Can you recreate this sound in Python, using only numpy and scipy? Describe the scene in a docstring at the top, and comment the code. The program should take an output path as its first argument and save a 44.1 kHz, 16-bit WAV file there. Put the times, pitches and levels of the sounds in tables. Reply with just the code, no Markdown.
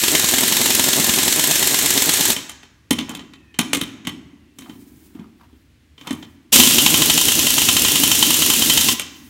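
"""In a garage, a pneumatic impact wrench hammers on a stuck lug nut, is knocked onto another nut and hammers again.
Each blow is a noisy steel clank, a treble crack, ringing modes of socket and wheel and a low thump.
Between blows the vane motor runs up from a stall in a train of puffs under hissing exhaust.
Jolts, a faint whine of the coasting rotor, a coupling leak, scrapes, dull knocks, soft bumps and room noise follow.
Wrench, jolts, scrapes and dull knocks get echoes and a tail; leak, whine, bumps and room noise stay dry."""
import sys
import numpy as np
from scipy import signal
from scipy.io import wavfile
from scipy.ndimage import uniform_filter1d

SR = 44100
rng = np.random.default_rng(int(sys.argv[2]) if len(sys.argv) > 2 else 0)


def unload_wav(signal):
    """Save mono or channel-first audio to the path in sys.argv[1] as 16-bit WAV at rate SR, clipped to [-1, 1]."""
    wavfile.write(
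        sys.argv[1],
        SR,
        np.round(np.clip(np.atleast_2d(signal).T, -1, 1) * 32767).astype(np.int16),
    )


N = 409997
TIME_S = np.arange(N) / SR
NUT_CHANGE_S = 2.8

# Runs of evenly spaced hammer blows. Each row: first blow in seconds, last blow in seconds, number of blows,
# then relative levels of clank, treble crack and motor run-up in dB.
BLOW_RUNS = [(0.036, 0.15, 2, -5.5, -16, -23), (0.242, 0.433, 3, -7, -16, -20.5),
             (0.522, 0.886, 5, -6.5, -15, -19), (0.998, 1.279, 4, -7, -16, -20.5),
             (1.394, 2.208, 8, -6.5, -14.5, -25), (2.302, 2.302, 1, -9, -14, -21.5),
             (6.532, 6.532, 1, -9, -23, -31), (6.558, 6.598, 2, 1, -7, -11),
             (6.634, 6.672, 2, -4.5, -14, -16), (6.783, 7.098, 5, -0.5, -16.5, -23),
             (7.176, 7.283, 2, -4.5, -14, -29), (7.39, 7.468, 2, -5.5, -12.5, -27),
             (7.581, 7.687, 2, -2.5, -15, -29), (7.766, 7.847, 2, -3, -17, -31),
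             (7.956, 8.114, 3, -4, -14.5, -27.5), (8.226, 8.305, 2, -4, -14.5, -27.5),
             (8.421, 8.5, 2, -5, -13, -27.5), (8.621, 8.774, 3, -3.5, -14, -29.5),
             (8.886, 8.886, 1, -1.5, -25, -27.5)]
# Second catch of the hammer, a row per nut: delay in seconds, then clank, crack and run-up in dB re the full blow.
SECOND_CATCH = [(.045, -1.5, 2, -8.5), (.036, -6, 0, -5)]
CATCH_MIN_GAP_S, CATCH_MAX_GAP_S = 0.085, 0.2  # shorter: regular blows; longer: motor stopped
BLOW_SPREAD_DB = 0.86

# Trigger pulls. Each row: open in seconds, shut in seconds.
TRIGGER_PULLS = [(-1, 2.328), (6.53, 8.928)]
# Air of each pull: relative level in dB.
PULL_AIR_DB = [-19.5, -18]
LOUD_START_DB, SETTLE_S = 10, 0.14  # the hiss starts louder and settles
VALVE_OPEN_S, VALVE_SHUT_DB_PER_S = 0.011, 1000
VANE_HZ, RUN_UP_S = 172, 0.042  # puff rate at full speed, time constant from a stall

# Jolts from trigger blips and from the socket meeting nuts and wheel. 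Each row: time in seconds,
# then relative levels of clank, treble crack and wheel thump in dB.
JOLTS = [(2.364, -10, -19, -29), (2.494, -22, -22, -52), (2.631, -30, -46, -51), (2.908, -3.5, -3.5, -11),
         (2.986, -7.5, -20, -20), (3.093, -17, -23, -30.5), (3.149, -19, -24, -34), (3.193, -23, -48, -39),
         (3.335, -31.5, -49, -61), (3.542, -29, -56, -56), (3.589, -2, -5, -14.5), (3.732, -3, -5, -21),
         (3.747, -10, -10, -32), (3.769, -17, -19, -20.5), (3.812, -11.5, -14, -19), (4.05, -25, -44, -33),
         (4.071, -10.5, -19.5, -19), (4.586, -27, -27, -40), (4.62, -29, -43, -35),
         (4.695, -27, -53, -30.5), (5.149, -42, -56, -33), (5.193, -41, -57, -28.5), (5.528, -50, -70, -43),
         (5.979, -30, -60, -52), (6.011, -28, -54, -42), (6.072, -15.5, -26, -33), (6.107, -16.5, -26, -19),
         (6.128, -41, -27, -28), (6.226, -26.5, -58, -53), (8.996, -11.5, -13, -36)]
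# Modes of socket and wheel. Each row: frequency in Hz, T60 in seconds before damping,
# then relative levels in dB on the first nut, on the second nut and knocked loose.
STEEL_MODES = [(1015, .3, -21.5, -17.5, -15), (1337, 0.24, -23.5, -16, -18.5),
               (1656, 0.31, -10, -25, -21.5), (1940, 0.34, -14, -14.5, -12.5),
               (2260, .3, -22, -30.5, -14.5), (2800, .1, -18, -11, -11.5), (3097, 0.12, -0.5, 8, 6),
               (3570, 0.087, -18, -10.5, -0.5), (3900, .15, -22.5, -10, -16), (5370, 0.4, -8.5, -19, -20.5),
               (5490, 0.1004, -22.5, -20, -12), (6130, .22, -9.5, -10.5, -17.5),
               (6700, 0.16, -11.5, -13.5, -15.5), (7400, .2, -9.5, -4, -17.5), (8550, .3, -14, -20, -24)]
LOOSE_SEAT = 2
# Rotor coasts. Each row: start in seconds, length in seconds, initial whine in Hz, start and end level in dB.
ROTOR_COASTS = [(2.998, 0.73, 2174, -70, -60), (4.088, 1.2, 2250, -72, -78)]
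COAST_SAG_HZ_PER_S = 740

# Coupling leaks while the hose is bent. Each row: start in seconds, end in seconds, level in dB.
HOSE_LEAKS = [(4.6, 5.08, -55.5), (5.4, 5.6, -70), (6.01, 6.21, -59), (9.13, 9.3, -51.5)]
LEAK_RISE_S, LEAK_FALL_DB_PER_S, LEAK_REST_DB, LEAK_SPUTTER_DB = 0.073, 93, -84, 2
# Scrapes of the socket and dull knocks of the tool body on the wheel.
# Each row: start in seconds, end in seconds, relative level in dB.
SCRAPES_AND_KNOCKS = [(3.09, 3.15, -36.5), (4.66, 4.7, -48), (5.152, 5.16, -48), (5.195, 5.222, -53),
                      (5.4, 5.45, -54), (6.05, 6.14, -40)]
SCRAPE_RISE_S, SCRAPE_FALL_DB_PER_S = 0.012, 221
# Shifts of the tool against the wheel. Each row: start in seconds, end in seconds, level in dB.
TOOL_SHIFTS = [(3.0, 3.22, -43.5), (3.7, 4.0, -44), (4.15, 4.28, -49), (4.66, 4.8, -49), (4.92, 5.3, -56),
               (6.1, 6.25, -51), (9.05, 9.3, -50)]
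SHIFT_RISE_S, SHIFT_FALL_DB_PER_S, SHIFT_REST_DB = 0.14, 54, -64.5
BUMPS_PER_S, BUMP_DB = 9, 4  # bump level re the rub

# Clank of the gripped nut. Each row: frequency in Hz, relative gain in dB.
FIRST_NUT_CLANK = [(150, -9.5), (330, 2.5), (520, -8), (1000, -4.5), (1400, -12), (1800, -4), (2500, -4.5),
                   (3600, 0.5), (4900, -7.5), (7000, -7.5), (12000, -27.5)]
SECOND_NUT_CLANK = [(150, -4.5), (330, -5), (600, -12.5), (1000, -3), (1500, -12.5), (2000, -6.5),
                    (2400, -5), (2850, 3), (3800, -0.5), (4800, -9.5), (7000, -4.5), (12000, -25)]
# Treble crack of a blow. Each row: frequency in Hz, relative gain in dB.
BLOW_CRACK = [(2500, -25), (4500, -14), (6200, 0.5), (7600, 2), (10300, -3), (12000, 1), (15800, -8)]
# Vane puffs on each nut. Each row: frequency in Hz, relative gain in dB.
FIRST_NUT_PUFF = [(25, -37.5), (60, -5.5), (120, -11), (165, -4.5), (200, -8), (270, -1.5), (350, 1),
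                  (460, -8), (650, -8.5), (1050, -12), (1600, -27.5), (6000, -57)]
SECOND_NUT_PUFF = [(25, -30), (60, -6.5), (120, -8), (165, -5.5), (200, -3.5), (240, 3), (340, 0.5),
                   (460, -10.5), (700, -14), (1100, -16.5), (2000, -32), (6000, -61)]
# Exhaust hiss on each nut. Each row: frequency in Hz, relative gain in dB.
FIRST_NUT_EXHAUST = [(300, -20), (900, -17), (1450, -6.5), (1750, -2.5), (2400, -3.5), (3200, -0.5),
                     (4200, 1), (4900, -4.5), (6200, -0.5), (7600, 2.5), (9000, -1.5), (10300, -6.5),
                     (11800, -1.5), (15800, -10)]
SECOND_NUT_EXHAUST = [(300, -7.5), (900, -14.5), (1500, -7), (2350, -3.5), (2800, 5.5), (3600, 3.5),
                      (4800, 0), (5800, 2.5), (7400, 3), (8600, -0.5), (9500, 3), (10400, -3.5),
                      (11600, 0.5), (15800, -4)]
# Clank and treble crack of a jolt. Each row: frequency in Hz, relative gain in dB.
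JOLT_CLANK = [(150, -16), (330, -1.5), (480, 0), (620, -3), (800, -2.5), (1200, 0.5), (1550, -5.5),
              (2050, -0.5), (2500, 0.5), (3100, 1.5), (3800, -0.5), (4800, -11.5), (7000, -10),
              (12000, -33)]
JOLT_CRACK = [(2500, -27.5), (4500, -15), (6600, -1.5), (8000, -2), (10300, -3.5), (12000, -7),
              (15800, -14.5)]
# Low shudder and rub of the wheel. Each row: frequency in Hz, relative gain in dB.
WHEEL_THUMP = [(25, -40.5), (60, -15), (130, -9.5), (190, -6), (240, 0), (300, -0.5), (380, -11),
               (500, -29), (1000, -27), (4000, -63)]
# Leaking air. Each row: frequency in Hz, relative gain in dB.
LEAK_HISS = [(500, -14.0), (2200, -2), (5000, -1), (8000, 2), (12000, 1.5), (15000, 4.5)]
# Scrapes and dull knocks. Each row: frequency in Hz, relative gain in dB.
SCRAPE_NOISE = [(300, -16.5), (600, -7.5), (850, 2.5), (1200, -0.5), (1600, -7.5), (3000, -12.5),
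                (7000, -28), (14000, -32)]
# Quiet of the garage. Each row: frequency in Hz, relative gain in dB.
ROOM_NOISE = [(15, -43.5), (25, -9.5), (75, 10.5), (231, -9), (326, -11.5), (769, -22.5), (1630, -18.5),
              (1760, -16.5), (2930, -18.5), (4750, -24), (15000, -35.5)]
ROOM_NOISE_DB = -55
# Decay of the garage tail. Each row: frequency in Hz, T60 in seconds.
GARAGE_T60 = [(100, 1), (280, 0.67), (600, 0.72), (1500, 1), (3200, 0.67), (6400, 0.71), (9000, 0.39),
              (14000, .38)]
BAND_LIMIT_HZ = 15880


def blows():
    """Rows of time in s and clank, crack, run-up in dB: full blows, and a second catch in long gaps of a run."""
    full = np.array([(s, *levels_db) for first, last, count, *levels_db in BLOW_RUNS
                     for s in np.linspace(first, last, round(count))])
    gap_s = np.diff(full[:, 0])
    slipped = full[:-1][(gap_s > CATCH_MIN_GAP_S) & (gap_s < CATCH_MAX_GAP_S)]
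    nut = (slipped[:, 0] > NUT_CHANGE_S).astype(int)
    rows = np.vstack([full, slipped + np.array(SECOND_CATCH)[nut]])
    rows = rows[np.argsort(rows[:, 0])]
    uneven_db = BLOW_SPREAD_DB * rng.standard_normal(rows[:, 1:].shape)
    return np.column_stack([rows[:, 0], rows[:, 1:] + uneven_db])


def airflow():
    """Gain of the air: the hiss starts louder, settles within a fraction of a second and dies as the trigger shuts."""
    flow = np.zeros(N)
    for (start, end), db in zip(TRIGGER_PULLS, PULL_AIR_DB):
        extra_db = LOUD_START_DB * np.exp(-np.maximum(TIME_S - start, 0) / SETTLE_S)
        flow += held([(start, end, db)], VALVE_OPEN_S, VALVE_SHUT_DB_PER_S) * amp(extra_db)
    return flow


def hammer(strikes, air):
    """Full blows on the anvil; in longer gaps the hammer rebounds and clips the anvil lightly."""
    s, clank_db, crack_db, run_up_db = strikes.T
    force = contacts(s, clank_db - 5.5, chatter_s=0.0072, ring_s=0.025, ring_db=-11.5, rise_s=0.002496)
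    crack = contacts(s, crack_db + 3.5, chatter_s=0.007, ring_s=0.01, ring_db=-23.5, rise_s=0.002)

    # rebounds split each gap into steps of about 32 ms
    rebounds_s = np.concatenate([np.linspace(a, b, max(round((b - a) / 0.032), 1) + 1)[1:-1]
                                 for a, b in zip(s, s[1:])])
    late, size = rng.standard_normal((len(rebounds_s), 2)).T
    ticks = air * contacts(rebounds_s + 0.002 * late, 6 + 1.8 * size, chatter_s=0.005, ring_s=0.01, ring_db=-24.5)

    clank = colour_by_nut(force + amp(-9.5) * ticks, FIRST_NUT_CLANK, SECOND_NUT_CLANK)
    nut = (s > NUT_CHANGE_S).astype(int)
    ring = ringing(s, clank_db - 17.5, nut, damping=1, spread_db=1.5)
    thump = thumps(s, run_up_db - 2.0, hz=255.2, rise_s=0.0041)
    return clank + ring + colour(crack + ticks, BLOW_CRACK) + thump


def motor(strikes, air):
    """Each blow stalls the rotor; it runs up again, and every vane lets out a puff and a spit of hiss."""
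    s, _, _, run_up_db = strikes.T
    count = np.searchsorted(s, TIME_S)
    coming = np.minimum(count, len(s) - 1)
    since_s = TIME_S - np.append(0, s)[count]
    speed = np.tanh(since_s / RUN_UP_S)
    uneven = (1 + 0.06 * rng.standard_normal(len(s)))[coming]
    turns = np.cumsum(VANE_HZ * speed * uneven) / SR
    # the hammer meets the anvil at a fixed rotor angle
    vanes = turns - turns[(s * SR).astype(int)][coming]
    passing = np.diff(np.floor(vanes), prepend=0) > 0
    trigger = np.minimum(air / amp(-22.0), 1)
    puffs = passing * speed ** 2 * amp(run_up_db[coming] + 25.5) * trigger
    pulsing = evened(1 + 0.5 * np.exp(-(vanes % 1) / 0.21))
    spit = air * pulsing * rng.standard_normal(N)
    exhaust = amp(1.0) * colour_by_nut(spit, FIRST_NUT_EXHAUST, SECOND_NUT_EXHAUST)
    return colour_by_nut(puffs + amp(-10.5) * speed * spit, FIRST_NUT_PUFF, SECOND_NUT_PUFF), exhaust


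def jolts():
    """Socket and hammer clank and ring on freely, and wheel and tyre thump under them."""
    s, clank_db, crack_db, thump_db = np.transpose(JOLTS)
    clank = contacts(s, clank_db - 8.5, chatter_s=0.0067, ring_s=0.0364, ring_db=-16.5, rise_s=0.002276, grain_db=5)
    crack = contacts(s, crack_db - 7.0, chatter_s=0.0053, ring_s=0.012, ring_db=-21.0, rise_s=0.001, grain_db=3.0)
    shudder = contacts(s, thump_db - 7.5, chatter_s=0.013, ring_s=0.094, ring_db=-7.0)
    ring = ringing(s, clank_db - 19.5, [LOOSE_SEAT] * len(s), damping=1.15, spread_db=1.5)
    steel = colour(clank, JOLT_CLANK) + ring + colour(crack, JOLT_CRACK)
    return steel + colour(shudder, WHEEL_THUMP) + thumps(s, thump_db + 0.5, hz=248.0, rise_s=0.0046)


def contacts(times_s, levels_db, chatter_s, ring_s, ring_db, rise_s=0.0006, grain_db=1.0):
    """Loose steel parts chatter for a few ms at each contact, then die away."""
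    t, out = np.arange(SR // 6) / SR, np.zeros(N)
    decay = np.exp(-(t / chatter_s) ** 2) + amp(ring_db) * np.exp(-t / ring_s)
    shape = (1 - np.exp(-t / rise_s)) * decay
    for s, db in zip(times_s, levels_db):
        add(out, s - rise_s / 2, amp(db) * shape * grainy(len(t), grain_db))
    return out


def grainy(size, grain_db):
    """Noise whose strength jumps every half millisecond, as in the tiny collisions of rough steel."""
    strength = amp(grain_db * np.clip(rng.standard_normal(size // 22 + 1), -2, 2))
    return evened(np.repeat(strength, 22)[:size]) * rng.standard_normal(size)


def ringing(times_s, levels_db, seats, damping, spread_db):
    """Each hit rings socket and wheel; the seat shifts a little every time, and the modes with it."""
    hz, t60_s, *seat_db = np.transpose(STEEL_MODES)
    t, out = np.arange(SR // 3) / SR, np.zeros(N)
    modes = amp(-60 * damping * t / t60_s[:, None]) * np.exp(2j * np.pi * hz[:, None] * t)
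    for s, db, seat in zip(times_s, levels_db, seats):
        size_db = seat_db[seat] + spread_db * rng.standard_normal(len(hz))
        start_phase = np.exp(2j * np.pi * rng.random(len(hz)))
        ring = (amp(db + size_db) * start_phase) @ modes
        shift_hz = 4 * rng.standard_normal()
        shifted = (ring * np.exp(2j * np.pi * shift_hz * t)).real
        add(out, s, shifted * (1 - np.exp(-t / 0.001)))
    return out


def thumps(times_s, levels_db, hz, rise_s):
    """Each jolt pushes the wheel, which answers with a few low cycles."""
    t, out = np.arange(SR // 8) / SR, np.zeros(N)
    swell = t / rise_s * np.exp(1 - t / rise_s)
    for s, db in zip(times_s, levels_db):
        add(out, s, amp(db) * swell * np.sin(2 * np.pi * hz * rng.uniform(0.894, 1.1) * t))
    return out


def coasting():
    """Two fuzzy, fluttering orders of the spinning rotor sink as friction slows it."""
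    out = np.zeros(N)
    lowpass = signal.butter(2, 45, fs=SR, output="sos")
    for start, length, hz, start_db, end_db in ROTOR_COASTS:
        t = np.arange(0, length, 1 / SR)
        phase = 2 * np.pi * np.cumsum(hz - COAST_SAG_HZ_PER_S * t) / SR
        gain = amp(np.linspace(start_db, end_db, len(t))) * signal.windows.tukey(len(t), 0.1)
        for order in (1, 7 / 5):
            complex_noise = [1, 1j] @ rng.standard_normal((2, N))
            flutter = signal.sosfilt(lowpass, complex_noise)[:len(t)]
            add(out, start, gain * evened((flutter * np.exp(1j * order * phase)).real))
    return out


def scrapes_and_knocks():
    """Scrapes of the socket and dull knocks of the tool body on the wheel: noise in random steps of strength."""
    steps = amp(6 * np.clip(rng.standard_normal(N // 200 + 1), -2, 2)).repeat(200)[:N]
    roughness = evened(uniform_filter1d(steps, size=60))
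    noise = colour(roughness * rng.standard_normal(N), SCRAPE_NOISE)
    gain = held(SCRAPES_AND_KNOCKS, SCRAPE_RISE_S, SCRAPE_FALL_DB_PER_S)
    return amp(-3.0) * garage(gain * noise, early_db=-9, tail_db=-19)


def shifting():
    """The tool rubs and softly bumps the wheel: low noise and random thumps under one gain."""
    bumps_s = TIME_S[rng.random(N) < BUMPS_PER_S / SR]
    bumps = thumps(bumps_s, np.full(len(bumps_s), BUMP_DB), hz=270.4, rise_s=0.007)
    gain = held(TOOL_SHIFTS, SHIFT_RISE_S, SHIFT_FALL_DB_PER_S) + amp(SHIFT_REST_DB)
    return gain * (hiss(WHEEL_THUMP) + bumps)


def leak():
    """Air escapes turbulently at the coupling: sputtering hiss over a faint constant leak."""
    sputter_db = LEAK_SPUTTER_DB * evened(uniform_filter1d(rng.standard_normal(N), size=1100))
    gain = held(HOSE_LEAKS, LEAK_RISE_S, LEAK_FALL_DB_PER_S) + amp(LEAK_REST_DB)
    return hiss(LEAK_HISS) * amp(sputter_db) * gain


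def room_noise():
    """Quiet of the garage: steady noise, mostly bass."""
    return amp(ROOM_NOISE_DB) * hiss(ROOM_NOISE)


def garage(x, early_db, tail_db):
    """Quick echoes off floor and truck body, then a tail in which each band dies at its own speed."""
    early = np.zeros(SR // 20)
    at = rng.integers(SR // 400, SR // 40, size=12)
    early[at] = rng.choice([-1., 1.], len(at)) * np.exp(-at / SR / 0.031)
    taps = rng.standard_normal(SR) * np.minimum(np.arange(SR) / SR / 0.024, 1)
    hz, t, z = signal.stft(taps, SR, nperseg=256)
    decay = amp(-60 * t / read(GARAGE_T60, hz)[:, None])
    tail = signal.istft(z * decay, SR, nperseg=256)[1]
    wet = np.zeros(N)
    for db, echo in [(early_db, early), (tail_db, tail)]:
        wet += amp(db) * signal.oaconvolve(x, echo / np.linalg.norm(echo))[:N]
    return x + wet


def held(rows, rise_s, fall_db_per_s):
    """Summed gain of rows (start s, end s, dB): swells up to the start, holds, dies away after the end."""
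    gain = np.zeros(N)
    for start, end, db in rows:
        rise = np.clip(1 + (TIME_S - start) / rise_s, 0, 1) ** 2
        gain += amp(db - fall_db_per_s * np.maximum(TIME_S - end, 0)) * rise
    return gain


def colour_by_nut(x, first, second):
    """The gripped nut sets the spectrum: one filter before the change of nut, one after."""
    return colour(x * (TIME_S < NUT_CHANGE_S), first) + colour(x * (TIME_S >= NUT_CHANGE_S), second)


def colour(x, spectrum, size=4096):
    """Causal minimum-phase filter with the given spectrum; white noise keeps its power."""
    log_gain = np.log(amp(read(spectrum, abs(np.fft.fftfreq(size, 1 / SR)))))
    taps = np.fft.ifft(np.exp(np.conj(signal.hilbert(log_gain)))).real[:size // 2]
    return signal.oaconvolve(x, taps / np.linalg.norm(taps))[:N]


def hiss(spectrum):
    """Steady coloured noise."""
    return colour(rng.standard_normal(N), spectrum)


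def read(points, hz):
    """Table value at hz, interpolated over log frequency."""
    f, value = np.transpose(points)
    return np.interp(np.log(hz + 1), np.log(f + 1), value)


def add(mix, start_s, sound):
    """Mix a sound in at its start time, in place."""
    part = mix[max(round(start_s * SR), 0):][:len(sound)]
    part += sound[:len(part)]


def amp(db):
    """Amplitude of a level in dB."""
    return 10 ** (np.asarray(db) / 20)


def evened(x):
    """Scale to unit RMS."""
    return x / np.sqrt(np.mean(x ** 2) + 1e-20)


def scene():
    """Sum of wrench, jolts, coasting and handling over room noise, the same in both channels."""
    strikes, air = blows(), airflow()
    puffs, exhaust = motor(strikes, air)
    wrench = garage(hammer(strikes, air) + exhaust, early_db=-12.0, tail_db=-12.5)
    wrench += garage(puffs, early_db=-15.5, tail_db=-14)
    knocked = garage(jolts(), early_db=-6.5, tail_db=-15.0)
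    mono = wrench + knocked + coasting() + scrapes_and_knocks() + shifting() + leak() + room_noise()
    return np.array([mono, mono])


def record(dry):
    """The microphone drops the deep bass and the loudest peaks clip; then the band limit."""
    thinned = signal.sosfilt(signal.butter(3, 48, "highpass", fs=SR, output="sos"), dry)
    clipped = np.clip(thinned, -1, 1)
    lowpass = signal.firwin(601, BAND_LIMIT_HZ, window=("kaiser", 8), fs=SR)
    return signal.oaconvolve(clipped, lowpass[None], "same")


dry = scene()
out = record(dry)
unload_wav(out)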